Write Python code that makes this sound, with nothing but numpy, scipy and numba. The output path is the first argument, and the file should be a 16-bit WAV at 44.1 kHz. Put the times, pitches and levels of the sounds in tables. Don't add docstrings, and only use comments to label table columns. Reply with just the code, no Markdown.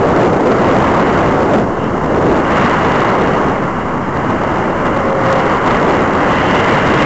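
import sys
import numpy as np
from scipy import signal
from scipy.io import wavfile
from scipy.ndimage import uniform_filter1d
from numba import njit

SR = 44100
rng = np.random.default_rng(int(sys.argv[2]) if len(sys.argv) > 2 else 0)


def attenuation_scalar(level_db):
    decades = np.asarray(level_db, float) / 20
    return 10 ** decades


def wav_record(signal):
    frames = np.transpose(np.atleast_2d(signal))
    bounded = np.clip(frames, -1, 1)
    quanta = np.round(bounded * 32767).astype(np.int16)
    wavfile.write(sys.argv[1], SR, quanta)


N = 310903


def airflow():
    # frequency_hz, density_db (dB per Hz)
    rumble_colour = [(15, -16.5), (40, -9), (90, -3.5), (160, 0.5), (250, 1), (350, -9.5), (600, -43)]
    buffet_colour = [(120, -40), (230, -7), (330, 0), (450, -0.5), (600, -3), (800, -8), (1300, -27),
                     (2500, -71.5)]
    rush_colour = [(300, -41), (600, -6), (800, -3), (1050, 0), (1350, -4.5), (1700, -12), (2400, -38.5),
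                   (3500, -70)]
    hiss_colour = [(900, -39.5), (1500, -6), (2050, -2), (2300, -11), (2550, -16.5), (3200, -26),
                   (5000, -45), (8000, -59.5)]

    rumble = eddies(lambda hz: read(rumble_colour, hz), patchy_db=-0.12, flicker_db=-0.84, size=2048)
    buffet = eddies(lambda hz: read(buffet_colour, hz), patchy_db=0.57, flicker_db=-0.9, size=1024)
    rush = eddies(lambda hz: read(rush_colour, hz), patchy_db=0.6, flicker_db=0.45)
    hiss = eddies(lambda hz: read(hiss_colour, hz), patchy_db=0.54, flicker_db=0.44)

    out = flow(mean_db=-18.5, per_speed=.25, per_slip=.45) * rumble
    out += flow(mean_db=-16, per_speed=.3, per_slip=1) * buffet
    out += flow(mean_db=-17.5, per_speed=.65, per_slip=.1, top_db=3.5) * rush
    out += flow(mean_db=-28, per_speed=1.05, per_slip=-.2) * hiss
    return out


def flow(mean_db, per_speed, per_slip, top_db=20):
    # time_s, change_db
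    airspeed = [(0, -2.5), (.4, -3), (.7, 1.5), (1.15, 1.65), (1.55, -3.5), (1.72, -8), (2.03, -6),
                (2.3, -3), (2.57, 4.5), (3.05, 3), (3.5, -1.5), (4.0, -6.5), (4.3, -2), (5.15, -1),
                (5.3, 1.5), (6.2, 2.3), (6.42, 6), (7.05, 6)]
    # time_s, change_db
    sideslip = [(0, 5), (.7, 4.5), (1.15, 1.5), (1.58, 6), (1.73, -1.5), (2.03, -1), (2.3, 6.5),
                (2.45, -1.5), (3.4, 0), (3.7, -5.5), (4.1, -4), (4.38, -1.5), (4.7, -3.5), (5.3, -0.5),
                (5.55, -2.5), (5.92, 2), (6.1, -2), (7.05, -0.5)]
    # centre_s, half_length_s, change_db
    puffs = [(.17, .08, 2), (.42, .06, -2), (3.35, .15, 1), (3.72, .06, -2), (4.72, .08, -1.5),
             (5.15, 0.073, -2), (5.72, .06, 2.5), (6.1, .08, -1.5), (6.36, 0.037, 1), (6.7, .04, 2.5),
             (7.03, .04, 3)]

    t = np.arange(N) / SR
    speed_db = np.interp(t, *np.transpose(airspeed)) + bumps_db(puffs)
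    speed_db = np.minimum(speed_db, top_db)
    slip_db = np.interp(t, *np.transpose(sideslip))
    return attenuation_scalar(mean_db + per_speed * speed_db + per_slip * slip_db)


def gusts():
    flutter = uniform_filter1d(rng.standard_normal(N), size=600)
    flutter = uniform_filter1d(flutter, size=400)
    depth_db = .6
    return attenuation_scalar(depth_db * evened(flutter))


def eddies(colour_db, patchy_db, flicker_db, size=512):
    frames = 4 * N // size + 5
    real, imaginary, patches = rng.standard_normal((frames, size // 2 + 1, 3)).T
    patches = uniform_filter1d(patches, size=5, axis=0)
    patches = evened(uniform_filter1d(patches, size=16, axis=1))
    flicker = evened(uniform_filter1d(rng.standard_normal(frames), size=5))
    hz = np.fft.rfftfreq(size, 1 / SR)
    level_db = colour_db(hz)[:, None] + patchy_db * patches + flicker_db * flicker
    spectra = (real + 1j * imaginary) * attenuation_scalar(level_db)
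    noise = signal.istft(spectra, nperseg=size, noverlap=3 * size // 4)[1]
    return evened(noise[:N])


def read(points, hz):
    f, value = np.transpose(points)
    return np.interp(np.log(hz + 1), np.log(f + 1), value)


def bumps_db(rows):
    t = np.arange(N) / SR
    return sum(db * np.exp(-((t - centre) / half) ** 2) for centre, half, db in rows)


def evened(x):
    return x / np.sqrt(np.mean(x ** 2) + 1e-20)


def port():
    # centre_s, half_length_s, rise_db
    sings = [
        (1.84, 0.075, 8.5),
        (2.1, .07, 4),
        (6.45, .15, 3),
        (6.9, .3, 2),
    ]
    level = flow(mean_db=-38.5, per_speed=1.15, per_slip=-0.2) * attenuation_scalar(bumps_db(sings))
    return level * eddies(cavity_db, patchy_db=0.8, flicker_db=0.0)


def cavity_db(hz):
    # mode_hz, width_hz, level_db
    modes = [
        (2823, 240, 1.5),
        (3130, 280, -8),
    ]
    response = sum(attenuation_scalar(db) / (1 + (2 * (hz - mode_hz) / width) ** 2) for mode_hz, width, db in modes)
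    return 20 * np.log10(response)


def whistle():
    # time_s, level_db
    strength = [
        (4.7, -40),
        (4.9, -27),
        (5.1, -19.5),
        (5.38, -18),
        (5.44, -30),
        (5.9, -30),
        (6.0, -40),
    ]
    lowest_s, lowest_hz, bend_hz_per_s2 = 5.27, 536, 150

    t = np.arange(N) / SR
    hz = lowest_hz + bend_hz_per_s2 * (t - lowest_s) ** 2
    waver = uniform_filter1d(rng.standard_normal((2, N)), size=2000)
    waver = evened(uniform_filter1d(waver, size=2000))
    pitch_waver_hz, level_waver_db = waver
    phase = 2 * np.pi * np.cumsum(hz + pitch_waver_hz) / SR
    level_db = np.interp(t, *np.transpose(strength), left=-99, right=-99) + level_waver_db
    octave = attenuation_scalar(-12.5) * np.sin(2 * phase)
    return np.sqrt(2) * attenuation_scalar(level_db) * (np.sin(phase) + octave)


def scene():
    air = airflow() + attenuation_scalar(-0.65) * port()
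    return (gusts() * air + whistle())[None]


def overloaded(x, up, down):
    power = uniform_filter1d(x ** 2, size=8000)
    bias = -.033 + .3 * power
    ceiling = .5
    slow = signal.resample_poly(attenuation_scalar(0.58) * x + bias, up, down)
    return np.clip(slow, -ceiling, ceiling)


@njit
def slope_rounded(x, moves, growth):
    out, last, step = np.empty(len(x)), 0., 1e-3
    for i in range(len(x)):
        code = min(int(4 * abs(x[i] - last) / step), 7)
        last += np.sign(x[i] - last) * (code + .5) * step / 4
        step = max(step * growth ** moves[code], 1e-4)
        out[i] = last
    return out


def spliced(x, rate):
    # time_s, jump_half_height (full scale 1)
    splices = [
        (3.0056, -.2),
        (5.3284, .35),
    ]
    t = np.arange(len(x)) / rate
    for s, height in splices:
        near = np.exp(-((t - s) / .0008) ** 2)
        x = (1 - near) * x + near * height * np.sign(t - s)
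    return x


def electronic_whine():
    # pitch_hz, level_db
    clock = [
        (7757, -69.5),
    ]
    t = np.arange(N) / SR
    return sum(np.sqrt(2) * attenuation_scalar(db - 2) * np.sin(2 * np.pi * hz * t) for hz, db in clock)


def low_pass(x):
    return signal.sosfilt(signal.butter(12, 8600, fs=SR, output="sos"), x)


def record(dry):
    up, down = 160, 441
    flattened = overloaded(dry[0], up, down)

    moves, growth = np.array([-1., -1, -1, -1, 2, 4, 6, 8]), 1.1
    grit = slope_rounded(flattened, moves, growth) - flattened
    gritty = spliced(flattened + attenuation_scalar(-1.5) * grit, SR * up / down)

    edge = signal.firwin(23001, 7725, window=("kaiser", 9), fs=SR * up)
    out = signal.resample_poly(gritty, down, up, window=edge)[:N] + electronic_whine()
    steep = signal.firwin(2401, 8290, window=("kaiser", 9), fs=SR)
    mix = signal.oaconvolve(out, steep, "same")[None]
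    return low_pass(mix)


dry = scene()
out = record(dry)
wav_record(out)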